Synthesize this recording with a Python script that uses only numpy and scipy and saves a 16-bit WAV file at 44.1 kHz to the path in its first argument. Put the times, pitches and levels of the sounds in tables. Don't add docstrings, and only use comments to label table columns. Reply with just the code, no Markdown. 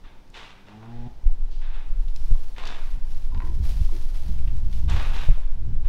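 import sys
import numpy as np
from scipy import signal
from scipy.fft import rfft, irfft
from scipy.io import wavfile
from scipy.ndimage import uniform_filter1d, minimum_filter1d

SR = 44100
rng = np.random.default_rng(int(sys.argv[2]) if len(sys.argv) > 2 else 0)


def store_wav(level_fs):
    pcm = np.round(np.clip(np.atleast_2d(level_fs), -1, 1) * 32767)
    wavfile.write(sys.argv[1], SR, pcm.T.astype(np.int16))


N = 259308


def undb(db):
    return 10 ** (np.asarray(db) / 20)


def unit(x):
    return x / np.sqrt(np.mean(x ** 2))


def curve(rows, column=1):
    rows = np.asarray(rows)
    return np.interp(np.arange(N) / SR, rows[:, 0], rows[:, column])


def swell(rows, column=1, fade_s=0.15):
    t = np.arange(N) / SR
    outside_s = np.maximum(rows[0][0] - t, 0) + np.maximum(t - rows[-1][0], 0)
    return undb(curve(rows, column)) * np.exp(-outside_s / fade_s)


def envelope(start_s, hold_s, attack_s, sag_db_per_s, fall_db_per_s):
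    age = np.maximum(np.arange(N) / SR - start_s, 0)
    drop_db = sag_db_per_s * np.minimum(age, hold_s) + fall_db_per_s * np.maximum(age - hold_s, 0)
    return np.minimum(age / attack_s, 1) * undb(-drop_db)


def colour(x, spectrum):
    hz, db = np.transpose(spectrum)
    f = np.maximum(np.fft.rfftfreq(N, 1 / SR), 1)
    gain = undb(np.interp(np.log(f), np.log(hz), db))
    return unit(irfft(rfft(x) * gain, N))


def hiss(spectrum):
    return colour(rng.standard_normal(N), spectrum)


def wander(rate_hz):
    hold = max(int(SR / rate_hz), 2)
    targets = np.repeat(rng.standard_normal(N // hold + 1), hold)
    return 0.84 * uniform_filter1d(uniform_filter1d(targets, hold), hold)[:N]


def crackle(per_s, spread_db):
    size = undb(spread_db * np.minimum(rng.exponential(size=N), 5))
    return unit((rng.random(N) < per_s / SR) * size * rng.standard_normal(N))


def band(x, lo_hz, hi_hz):
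    return signal.sosfilt(signal.butter(2, [lo_hz, hi_hz], "band", fs=SR, output="sos"), x)


def add(out, start_s, x, peak_db):
    i = int(start_s * SR)
    out[i:i + len(x)] += (undb(peak_db) * x / np.abs(x).max())[:N - i]


def bursts(rows, width):
    out, t = np.zeros(N), np.arange(SR // 4) / SR
    for start_s, peak_db, centre_hz, t60_s in rows:
        puff = rng.standard_normal(len(t)) * undb(-60 * t / t60_s)
        add(out, start_s, band(puff, centre_hz / (1 + width), centre_hz * (1 + width)), peak_db)
    return out


def reverberate(x, tail):
    return signal.fftconvolve(x, tail / np.sqrt(np.sum(tail ** 2)))[:N]


# frequency_hz, relative_db
HUSH_COLOUR = [(90, 2), (150, -2), (250, -3.5), (390, -6.5), (500, -9.5), (720, -11), (880, -8.5),
               (1100, -15.5), (1420, -17.5), (2060, -21), (3300, -22), (5800, -26.5), (7000, -33),
               (15500, -39.5)]


def outdoor_hush(level_db=-54.5):
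    return band(hiss(HUSH_COLOUR), 45, 21050) * undb(level_db + 0.67 * wander(2.01))


# delay_s, level_db
WALL_ECHOES = [(.0043, -22), (.0079, -18), (0.0144, -15.5)]


def barn(x, wet_db, t60_s=0.28, treble_t60_s=0.29):
    t = np.arange(SR) / SR
    lows = band(rng.standard_normal(SR), 274.4, 2800) * undb(-60 * t / t60_s)
    highs = band(rng.standard_normal(SR), 4000, 10000) * undb(-60 * t / treble_t60_s)
    build_up = np.clip((t - 0.006) / 0.033, 0, 1)
    mids = band(x, 980, 6000)
    early = sum(undb(db) * np.pad(mids, (int(delay_s * SR), 0))[:N] for delay_s, db in WALL_ECHOES)
    return x + early + undb(wet_db) * reverberate(x, (lows + highs) * build_up)


def roof(x, wet_db, t60_s=0.842, rise_s=0.0317):
    t = np.arange(SR) / SR
    tail = band(rng.standard_normal(SR), 900, 2600) * undb(-60 * t / t60_s)
    return x + undb(wet_db) * reverberate(x, tail * np.minimum(t / rise_s, 1))


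def gusts(spectrum, eddy_s):
    pressure = hiss(spectrum)
    return pressure / np.sqrt(uniform_filter1d(pressure ** 2, int(eddy_s * SR)) + 0.051)


# frequency_hz, relative_db
EDDY_COLOUR = [(3, -3.5), (10, 6.5), (22, 0), (32, -11), (45, -21), (65, -40.5), (100, -39), (200, -63),
               (500, -106.5)]
BUFFET_COLOUR = [(25, 2), (50, 13), (70, 7), (95, -3), (130, -6.5), (180, -14.5), (260, -26), (400, -32.5),
                 (800, -89.5), (2000, -97)]
# time_s, eddy_db, buffet_db
WIND = [(0, -39, -53), (.86, -51.5, -63), (.96, -24, -43), (1.14, -39, -44), (1.3, -16.5, -39),
        (1.55, -20.5, -69), (2.3, -15.5, -38), (2.65, -23, -70), (2.95, -17.5, -39), (3.25, -18, -39),
        (3.6, -19, -23.5), (3.9, -14.5, -31), (4.15, -19, -38), (4.4, -14.5, -26.5), (4.95, -16.5, -26),
        (5.48, -14.5, -41), (5.7, -18, -22.5), (5.88, -12, -33)]
# centre_s, level_db, half_length_s
PUFFS = [(2.954, -33, 0.02), (3.371, -24.5, 0.015), (3.478, -31, 0.0216), (3.62, -25.5, 0.022),
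         (3.812, -20, 0.015), (4.301, -23, 0.026), (4.859, -21, 0.026), (4.938, -18, 0.034)]


def wind(buffet_trim_db=-1):
    t = np.arange(N) / SR
    puffs = sum(undb(db) * np.exp(-((t - centre_s) / half_s) ** 2) for centre_s, db, half_s in PUFFS)
    eddies = gusts(EDDY_COLOUR, eddy_s=0.14) * swell(WIND)
    buffets = gusts(BUFFET_COLOUR, eddy_s=0.0616) * (swell(WIND, column=2) + puffs)
    return eddies + undb(buffet_trim_db) * buffets


# start_s, peak_db, pitch_hz, rise_s, knock_db
BUMPS = [(1.258, -3.5, 20.7, 0.008, -46), (2.308, -4, 19, 0.0074, -28.5), (5.286, -2, 26, 0.0017, -19)]


def grip_bumps(swing_t60_s=0.19, body_hz=134.4, body_t60_s=0.12, thud_hz=296, thud_t60_s=0.022):
    out, t = np.zeros(N), np.arange(SR // 2) / SR
    thuds = []
    for start_s, peak_db, pitch_hz, rise_s, knock_db in BUMPS:
        push = 1 - np.exp(-(t / rise_s) ** 2)
        swing = -np.sin(2 * np.pi * pitch_hz * t) * undb(-60 * t / swing_t60_s)
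        ring = np.sin(2 * np.pi * body_hz * t) * undb(-60 * t / body_t60_s)
        add(out, start_s, push * swing, peak_db)
        add(out, start_s, push * ring, knock_db)
        thuds.append((start_s, knock_db - 6.5, thud_hz, thud_t60_s))
    return out + bursts(thuds, width=0.6)


# start_s, relative_db, hold_s
STEPS = [(1.199, -77, 0.077), (2.12, -68.5, 0.17), (2.3, -63.5, 0.1), (2.804, -66, .06), (3.03, -65, 0.13),
         (3.41, -65.5, 0.055), (3.609, -55.5, 0.1), (3.766, -62.5, 0.26), (4.1, -63, 0.22),
         (4.514, -67.5, 0.072), (4.686, -62.5, 0.089), (4.866, -61.5, 0.39), (5.28, -71.5, 0.09)]


def footwork(walking_db=-70.5):
    walking = envelope(start_s=1.66, hold_s=3.26, attack_s=0.44, sag_db_per_s=0, fall_db_per_s=84)
    stir = undb(walking_db) * walking
    for start_s, db, hold_s in STEPS:
        step = envelope(start_s, hold_s, attack_s=0.054, sag_db_per_s=1.5, fall_db_per_s=84)
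        stir = np.hypot(stir, undb(db) * step)
    return stir


# frequency_hz, relative_db
STRAW_COLOUR = [(200, -9), (400, 2.5), (700, 3.5), (950, 1), (1400, -3), (2200, -2), (3300, -0.5),
                (5500, -2), (7500, -9), (11000, -8.5), (15500, -13.5)]


def straw(gain_db=7, grain_db=-2, crunch_db=-8, flicker_db=2.2):
    grains = rng.standard_normal(N) + undb(grain_db) * crackle(per_s=1300, spread_db=2)
    crunch = unit(band(crackle(per_s=400, spread_db=2), 900, 5000))
    rustle = colour(grains, STRAW_COLOUR) + undb(crunch_db) * crunch
    return rustle * footwork() * undb(gain_db + flicker_db * wander(50))


# start_s, peak_db, centre_hz, t60_s
SNAPS = [(.301, -50, 5900, .02), (.343, -36.5, 2510, .034), (1.268, -48, 2480, 0.053),
         (1.511, -49, 3640, 0.81), (2.081, -44.5, 3250, 0.039), (2.162, -32, 4110, 0.0077),
         (2.563, -40, 2200, 0.052), (2.653, -32.5, 3850, 0.0224), (2.672, -29.5, 3820, 0.029),
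         (3.848, -42, 4100, 0.026), (4.389, -41.5, 1960, 0.016), (4.475, -43, 2550, 0.11),
         (4.727, -40.5, 3260, 0.052), (4.897, -34.5, 4930, .06), (4.961, -44.5, 9000, .008),
         (5.027, -41, 9000, 0.013), (5.519, -50, 4900, .015), (5.742, -47.5, 1870, 0.0215)]


def snaps(faint_count=14, faint_db=-54.5, spread_db=4, faint_hz=4420, faint_t60_s=0.022):
    faint = []
    for slot, (when, size, pitch) in enumerate(rng.random((faint_count, 3))):
        start_s = (slot + when) / faint_count * N / SR
        peak_db = faint_db + spread_db * (2 * size - 1)
        faint.append((start_s, peak_db, faint_hz * 2 ** (pitch - 0.5), faint_t60_s))
    return bursts(faint, width=0.32) + bursts(SNAPS, width=0.4)


# start_s,
# peak_db, centre_hz, t60_s
KNOCKS = [(1.293, -48.5, 643, .04), (2.353, -45, 750, 0.0225), (3.33, -40.5, 228, .3),
          (3.42, -39.5, 314.4, 0.69), (3.665, -44, 626, 0.059), (3.891, -38, 840, 0.0194),
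          (3.92, -38.5, 298, 0.28), (4.584, -49.5, 530, 0.022), (5.375, -39, 544, 0.044)]


def footfalls():
    return bursts(KNOCKS, width=0.29)


# start_s, peak_db, brightest_hz
CLANKS = [(3.32, -44, 1114), (3.347, -37, 2880), (3.376, -41, 3000), (3.403, -33, 1900), (3.421, -38, 2000),
          (3.448, -43.5, 2000), (3.472, -44, 2600)]
# pitch_hz, relative_db, t60_s
PEN_MODES = [(350, -8, .3), (870, -7, .12), (940, 0, .3), (1020, 0, .25), (1126, -9, .08), (1390, -12, .05),
             (1740, -12, .07), (1900, -12, .07), (2330, -9, .04), (2580, -13, .07), (3720, -15, .2)]


def wire_pen(scrape_s=0.0023, blur=0.04, contact_db=-5):
    out, t = np.zeros(N), np.arange(SR // 2) / SR
    for start_s, peak_db, brightest_hz in CLANKS:
        ring = 0
        for pitch_hz, mode_db, t60_s in PEN_MODES:
            wobble = 1 + blur * wander(283)[:len(t)]
            phase = 2 * np.pi * np.cumsum(pitch_hz * wobble) / SR
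            ring = ring + undb(mode_db - 60 * t / t60_s) * np.sin(phase)
        contact = band(rng.standard_normal(len(t)) * np.exp(-t / scrape_s), 873, brightest_hz)
        panel = unit(signal.fftconvolve(contact, ring)[:len(t)])
        add(out, start_s, panel + undb(contact_db) * unit(contact), peak_db)
    return out


# centre_hz, width_hz, lift_db (multiplied by depth)
NOSE_RESONANCES = [(890, 140, 2), (1125, 110, 2), (1360, 87, -0.5), (1584, 250, 2), (2495, 96, 3.5),
                   (2730, 180, 1), (3540, 160, 4.5), (3860, 73, 3.5)]


def nose(x, depth=1):
    f = np.fft.rfftfreq(N, 1 / SR)
    lift_db = sum(db / (1 + (2 * (f - hz) / width_hz) ** 2) for hz, width_hz, db in NOSE_RESONANCES)
    return unit(irfft(rfft(x) * undb(depth * lift_db), N))


# start_s, level_db, hold_s
SOFT_HISSES = [(0.032, -52.5, 0.019), (1.603, -51, 0.096), (1.73, -52, 0.0335), (5.837, -53, .05)]
# frequency_hz, relative_db
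SOFT_HISS_COLOUR = [(200, -13), (600, -3), (900, 1.5), (1200, -1.5), (1600, 0.5), (2200, -1), (3900, -6.5),
                    (4700, -15.5), (7000, -26), (14000, -57)]


def soft_hisses(trim_db=-1):
    gain = 0
    for start_s, db, hold_s in SOFT_HISSES:
        gain += undb(db) * envelope(start_s, hold_s, attack_s=0.017, sag_db_per_s=14, fall_db_per_s=105)
    return undb(trim_db) * nose(hiss(SOFT_HISS_COLOUR), depth=1.57) * gain


# frequency_hz, relative_db
EXHALE_COLOUR = [(90, -14.5), (170, 1), (300, -4), (500, -2.5), (700, -1), (900, -0.5), (1200, -2),
                 (2000, -4.5), (2700, -4.5), (3800, -7.5), (4500, -13), (6000, -18.5), (15000, -46)]


def exhale(low_gain, high_gain, spatter_db=-3, split_hz=1800, flutter_db=1.1):
    wet_air = rng.standard_normal(N) + undb(spatter_db) * crackle(per_s=700, spread_db=3.5)
    jet = nose(colour(wet_air, EXHALE_COLOUR))
    lows = signal.sosfiltfilt(signal.butter(2, split_hz, fs=SR, output="sos"), jet)
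    return (lows * low_gain + (jet - lows) * high_gain) * undb(flutter_db * wander(160))


# start_s, level_db, hold_s, brightness_db
SNORTS = [(0.332, -41.5, 0.118, 3), (0.658, -51.5, 0.037, -4), (0.803, -58.5, 0.056, -19),
          (2.565, -40.5, 0.05, -0.5), (2.636, -41, 0.12, 0), (4.874, -35, 0.23, -0.5),
          (5.122, -38, 0.1, 3.5)]


def snorts():
    low_gain, high_gain = 0, 0
    for start_s, db, hold_s, brightness_db in SNORTS:
        push = undb(db) * envelope(start_s, hold_s, attack_s=0.027, sag_db_per_s=35, fall_db_per_s=102)
        tilt = undb(brightness_db / 2)
        low_gain = np.maximum(low_gain, push / tilt)
        high_gain = np.maximum(high_gain, push * tilt)
    return exhale(low_gain, high_gain)


# time_s, pitch_hz, effort_db
MOO = [(.645, 98.8, -59.5), (.75, 106.1, -42.5), (.87, 113.8, -42), (.93, 119.2, -39.5),
       (1.045, 119, -39.5), (1.074, 125.9, -33.5), (1.092, 126, -69)]
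# frequency_hz, gain_db
THROAT = [(98, -9), (120, 3), (210, -1.5), (240, -4.5), (355, -15.5), (480, -19.5), (590, -24), (710, -16),
          (835, -13.5), (950, -26), (1100, -46), (1300, -51), (1700, -36), (2000, -36)]


def moo(harmonics=17, jitter=0.0042, shimmer_db=0.9, air_pulsing=0.17, air_effort_cap_db=-39):
    pitch_hz, effort = curve(MOO), swell(MOO, column=2)
    phase = 2 * np.pi * np.cumsum(pitch_hz * (1 + jitter * wander(44.7))) / SR
    throat_hz, throat_db = np.transpose(THROAT)
    voice = 0
    for k in range(1, harmonics + 1):
        gain = undb(np.interp(k * pitch_hz, throat_hz, throat_db) - shimmer_db * wander(25.2))
        voice = voice + gain * np.sin(k * phase + rng.uniform(0, 2 * np.pi))
    air = exhale(low_gain=undb(-25), high_gain=undb(-21)) * (1 + air_pulsing * np.cos(phase))
    return voice * effort + air * np.minimum(effort, undb(air_effort_cap_db))


def scene():
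    airy = roof(barn(snorts() + soft_hisses(), wet_db=-18), wet_db=-17.5)
    voice = barn(moo(), wet_db=-9.5)
    clatter = barn(wire_pen() + snaps() + footfalls(), wet_db=-11.5)
    return (airy + voice + clatter + straw() + outdoor_hush() + wind() + grip_bumps())[None]


def record(dry, ceiling=0.8, top_hz=15700):
    window = SR // 100
    needed_gain = np.minimum(1, ceiling / np.maximum(np.abs(dry), 1e-9))
    gain = uniform_filter1d(minimum_filter1d(needed_gain, window), window)
    return signal.sosfilt(signal.ellip(10, 0.1, 80, top_hz, fs=SR, output="sos"), dry * gain)


dry = scene()
out = record(dry)
store_wav(out)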